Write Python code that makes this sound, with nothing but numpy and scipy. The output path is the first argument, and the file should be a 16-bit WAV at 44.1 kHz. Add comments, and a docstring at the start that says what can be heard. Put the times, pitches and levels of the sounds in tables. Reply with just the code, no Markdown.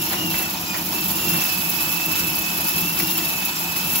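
"""A bright spray of rattling chain over a gear whine, close to a stereo microphone in a garage.
A motor drives a flexible shaft with chains whirling on its end. The whine sags in pitch under load
and flutters with each turn of the chains. The rattle surges when the links bunch up; now and then
they clack on the shaft, which drums in its sleeve underneath it all."""
import sys
import numpy as np
from scipy import signal
from scipy.fft import rfft, irfft, next_fast_len
from scipy.io import wavfile
from scipy.ndimage import map_coordinates

SR = 44100
rng = np.random.default_rng(int(sys.argv[2]) if len(sys.argv) > 2 else 0)


def unload_audio(sound):
    """Save the sound as a 16-bit wav file, at the path given as the first command line argument."""
    columns = np.transpose(np.atleast_2d(sound))
    # keep every value between -1 and 1, then stretch to whole-number steps
    steps = np.round(np.clip(columns, -1, 1) * 32767)
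    wavfile.write(sys.argv[1], SR, steps.astype(np.int16))


N = 176400


def amp(db):
    """Decibels to gain."""
    return 10 ** (np.asarray(db) / 20)


def unit(x):
    """Scale to rms 1."""
    return x / np.sqrt(np.mean(x ** 2) + 1e-20)


def along(points, hz, column=1):
    """One column of a table read on a log frequency axis."""
    cols = np.transpose(points)
    return np.interp(np.log(hz + 1), np.log(cols[0] + 1), cols[column])


def curves(rows):
    """One value per sample for each column after the time."""
    times, *cols = np.transpose(rows)
    return [np.interp(np.arange(N) / SR, times, col) for col in cols]


def wobble(rate):
    """A smooth random curve, rate knots a second."""
    return map_coordinates(rng.standard_normal(int(N * rate / SR) + 4), [np.arange(N) * rate / SR])


def swell(at_s, length_s):
    """A bell of height 1, length_s wide at half height."""
    return .5 ** ((2 * (np.arange(N) / SR - at_s) / length_s) ** 2)


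def filtered(x, response):
    """Filter x by a complex response of frequency."""
    size = next_fast_len(N + SR // 2)
    return irfft(rfft(x, size) * response(np.fft.rfftfreq(size, 1 / SR)), size)[..., :N]


def panned(db):
    """Left and right gains for a level difference."""
    return amp(np.array([[.5], [-.5]]) * db)


def at_microphone(pair, spectrum):
    """Two unrelated excitations, coloured and heard at the microphone's two ports, rms 1."""
    # between the ports (frequency [Hz], coherence [0-1], left minus right [dB], left lead [ms])
    ports = [(60, 0.92, 1, 0), (180, 0.97, 2, 0.024), (400, 0.85, 3, 0.019), (810, 0.62, 1, 0),
             (1160, 0.4, -2.3, 0.17), (1550, 0.85, -1, 0.29), (3650, 0.07, -0.5, 0.29),
             (5200, 0.97, -7, 0.29), (7400, 0, 1, 0.252), (11300, 0.47, 2.4, 0.256),
             (15000, 0.54, -3.5, 0.26)]
    blend = lambda hz: np.arccos(np.clip(along(ports, hz), 0, 1)) / 2
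    mid, side = filtered(pair, lambda hz: amp(along(spectrum, hz)) * [np.cos(blend(hz)), np.sin(blend(hz))])
    lead = lambda hz: np.exp(np.array([[1j], [-1j]]) * np.pi * hz * along(ports, hz, column=3) / 1000)
    left_right = np.array([mid + side, mid - side])
    return unit(filtered(left_right, lambda hz: lead(hz) * panned(along(ports, hz, column=2))))


def contacts(per_s, spread_db, ring_s, hiss):
    """Random link contacts, each a brief burst of noise, over a steady rub."""
    hits = (rng.random((2, N)) < per_s / SR) * amp(spread_db * np.clip(rng.standard_normal((2, N)), -3, 3))
    power = signal.lfilter([1], [1, -np.exp(-1 / (ring_s * SR))], hits ** 2)
    return unit(np.sqrt(power / power.mean() + hiss) * rng.standard_normal((2, N)))


def struck(blows, modes, rise_s, crack_gain=0, crack_t60_s=.007):
    """Each blow rings the modes a little differently; crack_gain adds an opening snap of noise."""
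    out, t = np.zeros((2, N + SR)), np.arange(SR // 6) / SR
    for at_s, peak_db in blows:
        ring = sum(amp(db + rng.normal(0, 1.5, (2, 1)) - 60 * t / t60)
                   * np.sin(2 * np.pi * hz * rng.normal(1, .02) * t) for hz, db, t60 in modes)
        crack = crack_gain * amp(-60 * t / crack_t60_s) * rng.standard_normal((2, len(t)))
        blow = ring * (1 - np.exp(-t / rise_s)) + crack
        out[:, round(at_s * SR):][:, :len(t)] += amp(peak_db) * blow / abs(blow).max()
    return out[:, :N]


def garage(x):
    """The cluttered walls send a short tail back to the microphone."""
    # room decay (frequency [Hz], t60 [s])
    decay = [(200, 0.16), (2000, 0.28), (14000, 0.23)]
    hz, t, noise = signal.stft(rng.standard_normal((2, SR // 2)), SR, nperseg=256)
    tail = signal.istft(noise * amp(-60 * t / along(decay, hz)[:, None]), SR, nperseg=256)[1]
    return signal.fftconvolve(x, tail / np.linalg.norm(tail[0]), axes=1)[:, :N]


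def shaft(speed):
    """The whipping shaft drums and rubs in its hollow sleeve, and howls as it speeds up."""
    # course of the drumming (time [s], level [dB])
    drum_levels = [(0.0, -29.5), (0.1, -33), (0.24, -29.5), (0.29, -32), (0.68, -34), (1.37, -29),
                   (1.46, -36), (1.89, -33.5), (2.05, -35), (2.1, -31.5), (2.49, -34), (2.65, -31),
                   (2.68, -39), (2.74, -32), (3.38, -34), (3.51, -38), (3.98, -31), (4.0, -31)]
    # colours of the drumming, the rub and the howl (frequency [Hz], relative level [dB])
    drum_spectrum = [(20, -39), (35, -36), (52, -17.5), (75, -15), (102, -10.5), (128, -16.5), (148, -9),
                     (165, 0), (190, -3), (215, -9), (245, -8.5), (275, -19), (318, -6.5), (355, -11),
                     (420, -20), (600, -21.5), (1200, -41)]
    rub_spectrum = [(300, -45), (480, -8.5), (600, -9), (650, 4), (700, -2.5), (740, 6.5), (785, 0),
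                    (850, 4), (908, 8), (970, 1.5), (1250, -5), (1700, -3), (3000, -36)]
    howl_spectrum = [(200, -45), (275, -8), (316, 10), (350, 1.5), (400, -22), (600, -63)]
    idle_speed = 87.1  # turns per second
    rush = lambda spectrum: at_microphone(rng.standard_normal((2, N)), spectrum)
    drum = amp(curves(drum_levels)[0] - .5 + wobble(24.76)) * rush(drum_spectrum)
    rub = amp(-37.5 + 1.5 * wobble(30.37)) * rush(rub_spectrum)
    howl = amp(-44.5 + 1.28 * (speed - idle_speed)) * rush(howl_spectrum)
    return drum + rub + howl


def thumps():
    """The shaft knocks dully against its sleeve."""
    # knocks (time [s], peak [dB])
    blows = [(1.322, -19), (3.024, -20)]
    # sleeve resonances (frequency [Hz], relative level [dB], t60 [s])
    modes = [(172, 0, .12), (322, -3, .12)]
    return struck(blows, modes, rise_s=.005)


def whine(speed, chain_angle):
    """Meshing gears sing over a faint motor hum, fluttering with each turn of the chains."""
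    # gear tones (time [s], mesh [dB], left minus right [dB], 2nd harmonic [dB], 3rd harmonic [dB])
    gear_levels = [(0, -33, 0, -39.5, -47), (.1, -40, 2, -39, -54), (.15, -38, 2, -45, -56),
                   (.2, -29.5, 2, -38, -60), (.3, -30.5, -1, -46, -52), (.41, -30.5, -3, -50, -46),
                   (.6, -43, 2, -56, -50), (.71, -32, -1, -42.5, -37), (.82, -42, -3, -50, -50),
                   (.9, -42, -3, -52, -52), (.96, -29.5, -4, -45, -51), (1.11, -37, 1, -52, -53),
                   (1.22, -31, -4, -41.5, -53), (1.35, -28.5, -5, -42, -47), (1.65, -35, -14, -47.5, -43),
                   (2.08, -30.5, -7.5, -44.5, -45), (2.5, -33.5, -13, -47, -46),
                   (2.62, -35.5, -9, -49, -52), (2.78, -28, -4, -44, -47), (3.01, -34, -4, -44, -50),
                   (3.08, -30.5, -4, -37, -48), (3.22, -32, -5, -44, -48), (3.47, -30.5, -6, -56, -49),
                   (3.57, -38, -3, -52, -39.5), (3.72, -32, -4, -53, -44), (4, -31, -1, -52, -48)]
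    # gear sidebands (multiple of the drive speed [-], level [dB])
    sidebands = [(67, -51.5), (76, -49.5)]
    # the gear housing muffles the top (frequency [Hz], gain [dB])
    housing = [(7750, 0), (7950, -3), (8200, -20)]
    teeth, hum_order = 30, 10 / 3  # cycles per turn of the drive
    mesh_db, pan_db, second_db, third_db = curves(gear_levels)
    flutter = 1 + .0048 * np.sin(chain_angle) + .002 * wobble(25) + .0035 * wobble(300)
    angle = 2 * np.pi * np.cumsum(speed * flutter) / SR
    runout_db = 2.2 * np.sin(angle)  # the gears mesh tighter and looser once a turn
    chatter_db = 1.8 * wobble(170)  # the load on the teeth jumps about
    partials = [(teeth, mesh_db, pan_db), (2 * teeth, second_db, -6), (3 * teeth, third_db, 1)]
    partials += [(order, db, 0) for order, db in sidebands]
    gears = np.zeros((2, N))
    for order, db, side_db in partials:
        swing_db = 2.3 * np.sin(chain_angle + rng.uniform(0, 2 * np.pi))
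        swing_db = swing_db + 1.9 * np.array([wobble(90), wobble(90)])
        if order == teeth:
            swing_db += runout_db + chatter_db
            left_lead_rad = 4.7
        else:  # overtones come and go in rough patches
            swing_db += 2.6 * wobble(16) + 1.8 * np.array([wobble(330), wobble(260)])
            left_lead_rad = rng.uniform(-.49, 1)
        tone = np.sin(order * angle + np.array([[left_lead_rad], [0]]))
        gears += amp(db) * panned(side_db) * unit(amp(swing_db) * tone)
    hum = amp(-48) * unit(amp(1.1 * wobble(16)) * np.sin(hum_order * angle))
    return filtered(gears, lambda hz: amp(along(housing, hz))) + hum


def slaps():
    """Short clattering runs of links against the shaft, scattered off the clutter all round."""
    # runs (time [s], length [s], level [dB])
    runs = [(.133, .04, -28), (.35, .025, -30), (.41, .04, -35), (.752, .025, -28.5), (1.35, .05, -31.5),
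            (1.455, .05, -33), (2.699, .03, -36), (3.001, .02, -31), (3.215, .03, -35), (3.42, .05, -37)]
    # colour of the clatter (frequency [Hz], relative level [dB])
    spectrum = [(150, -22), (450, -6), (750, 4), (1300, 0), (2000, 0), (3000, -5), (6000, -17),
                (10000, -35)]
    force = sum(amp(db) * swell(at_s, length_s) for at_s, length_s, db in runs)
    clatter = contacts(per_s=550, spread_db=2, ring_s=.0006, hiss=.2)
    return force * unit(filtered(clatter, lambda hz: amp(along(spectrum, hz))))


def clacks():
    """A chain lands single hard blows on the shaft."""
    # strikes (time [s], peak [dB])
    blows = [(.1326, -20), (.3416, -18), (.396, -22), (.429, -22), (.745, -24), (1.342, -20.5),
             (1.998, -23), (2.999, -13.5), (3.205, -23), (3.762, -24)]
    # ring of the struck metal (frequency [Hz], relative level [dB], t60 [s])
    modes = [(1180, -10, .03), (1640, -5, .028), (2020, 0, .03), (2390, -1, .03), (3650, -7, .018),
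             (4700, -8, .015)]
    return struck(blows, modes, rise_s=.0003, crack_gain=amp(-5))


def jingle(per_s=650, centre_hz=4700, span_octaves=1.3, spread_db=10, t60_s=.026):
    """Loose links ring briefly, each at its own pitch and place between left and right."""
    when, pitch, force, place = rng.random((int(per_s * N / SR), 4)).T[..., None]
    t = np.arange(SR // 25) / SR
    hz = centre_hz * 2 ** (span_octaves * (pitch - .5))
    rings = np.sin(2 * np.pi * hz * t) * amp(spread_db * force - 60 * t / t60_s)
    index = (when * N).astype(int) + np.arange(len(t))
    return unit(np.array([np.bincount(index.ravel(), (rings * np.sqrt(share)).ravel(), N)[:N]
                          for share in (place, 1 - place)]))


def chains(chain_angle):
    """Close up, the links tick brightly over a duller scrape of steel, pulsing with each turn."""
    # the chains bunch up (time [s], length [s], rise of the ticking [dB])
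    surges = [(0.113, 0.033, 1.5), (0.34, 0.03, 4.5), (0.388, 0.043, 4), (0.762, 0.062, 3),
              (0.946, 0.05, 3.5), (1.058, .02, 3), (1.103, 0.019, 5), (1.185, .033, 2.5), (1.3, 0.016, 6),
              (1.417, 0.022, 1.5), (1.55, .04, 0), (1.757, 0.024, 2.5), (1.844, 0.044, 0.5),
              (1.922, 0.02, 4), (2.126, 0.049, 2.5), (2.163, 0.013, 5), (2.198, 0.03, 5.5),
              (2.297, 0.02, 1), (2.348, .018, 0.5), (2.52, 0.03, 2), (2.682, 0.022, 6), (2.773, 0.023, 4.5),
              (2.995, 0.042, 5), (3.103, 0.039, 2), (3.182, .023, 4.5), (3.258, 0.024, 2.5),
              (3.339, 0.02, 0.5), (3.785, 0.04, 2.5), (3.907, 0.017, 3), (3.956, 0.011, 6)]
    # course of the ticking and the scrape (time [s], level [dB])
    tick_levels = [(0.0, -26.5), (0.21, -29), (0.48, -30.5), (0.75, -31.5), (1.35, -25), (2.15, -28),
                   (3.15, -26.5), (3.6, -29.5), (3.71, -29), (4.0, -25.5)]
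    scrape_levels = [(0.0, -32.5), (0.37, -34), (0.63, -34.5), (0.78, -35), (0.89, -34), (1.2, -32.5),
                     (1.38, -30), (1.63, -32), (2.21, -32.5), (3.12, -32.5), (3.43, -33), (3.72, -33),
                     (4.0, -32.5)]
    # bright ticking and duller scrape as picked up, including the microphone's notch near 8.5 kHz
    # (frequency [Hz], relative level [dB])
    tick_pickup = [(3000, -30), (7500, -11), (8600, -19), (9500, -9.5), (10800, -3.5), (11900, -0.5),
                   (12800, -2.5), (14200, -4), (15000, -3.5), (15700, 3), (17000, -6.5)]
    scrape_pickup = [(500, -20), (1000, 2), (1600, 3.5), (2100, 0.5), (2600, 7), (3300, 2), (4500, 0),
                     (5500, 2), (6200, -6.5), (7400, 2.5), (8500, -41), (11000, -16)]
    # sideways drift of the ticking, taken about its mean (time [s], left minus right [dB])
    drift = [(0.0, -2), (1.36, -1), (1.53, -2.5), (3.12, 1.0), (3.83, -1), (3.95, 1), (4.0, -2)]
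    surge_db = sum(db * swell(at_s, length_s) for at_s, length_s, db in surges)
    pulse = np.sin(chain_angle) * (1 + .5 * wobble(7.96))
    pan_db, = curves(drift)
    ticks = at_microphone(contacts(per_s=2000, spread_db=6, ring_s=.00083, hiss=.8), tick_pickup)
    ticks *= panned(pan_db - pan_db.mean())
    ticks *= amp(curves(tick_levels)[0] + 2.5 + surge_db + .91 * pulse + 2.3 * wobble(90))
    scrape = at_microphone(contacts(per_s=1500, spread_db=4.5, ring_s=.00039, hiss=1.7), scrape_pickup)
    scrape += amp(-6) * jingle()
    scrape *= amp(curves(scrape_levels)[0] + 1 + .7 * surge_db + .5 * pulse + .95 * wobble(70))
    return ticks + scrape


def scene():
    """One drive turns gears, shaft and chains; the garage walls answer the chains' clatter."""
    # the drive, sagging under load (time [s], speed [turns/s])
    drive_speed = [(0, 93), (.11, 89.3), (.17, 95.3), (.26, 94), (.33, 89.3), (.45, 87.5), (.55, 84.2),
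                   (.63, 84.6), (.73, 81.5), (.81, 84), (.87, 83.8), (.99, 88.6), (1.1, 86.7), (1.15, 92.2),
                   (1.32, 90.7), (1.42, 88), (1.54, 86), (1.78, 85.8), (2.06, 87.7), (2.28, 87.1),
                   (2.44, 85.7), (2.56, 86.2), (2.62, 84.7), (2.7, 86.7), (2.8, 87), (2.91, 89.7),
                   (2.98, 86.5), (3.03, 93), (3.12, 92.2), (3.23, 88.6), (3.38, 86.2), (3.5, 86.5),
                   (3.58, 84.2), (3.68, 86.2), (3.77, 85.4), (3.87, 87.5), (4, 87.5)]
    speed, = curves(drive_speed)
    chain_turns = .3 * np.cumsum(speed) / SR  # the chains turn slower than the drive
    chain_angle = 2 * np.pi * (chain_turns + rng.random()) + wobble(3.84)  # they lag and catch up
    metal = chains(chain_angle) + slaps() + clacks()
    return whine(speed, chain_angle) + metal + amp(-5.5) * garage(metal) + shaft(speed) + thumps()


def record(dry, top_hz=15760):
    """Nothing is kept above the band limit."""
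    return filtered(dry, lambda hz: hz < top_hz)


dry = scene()
out = record(dry)
unload_audio(out)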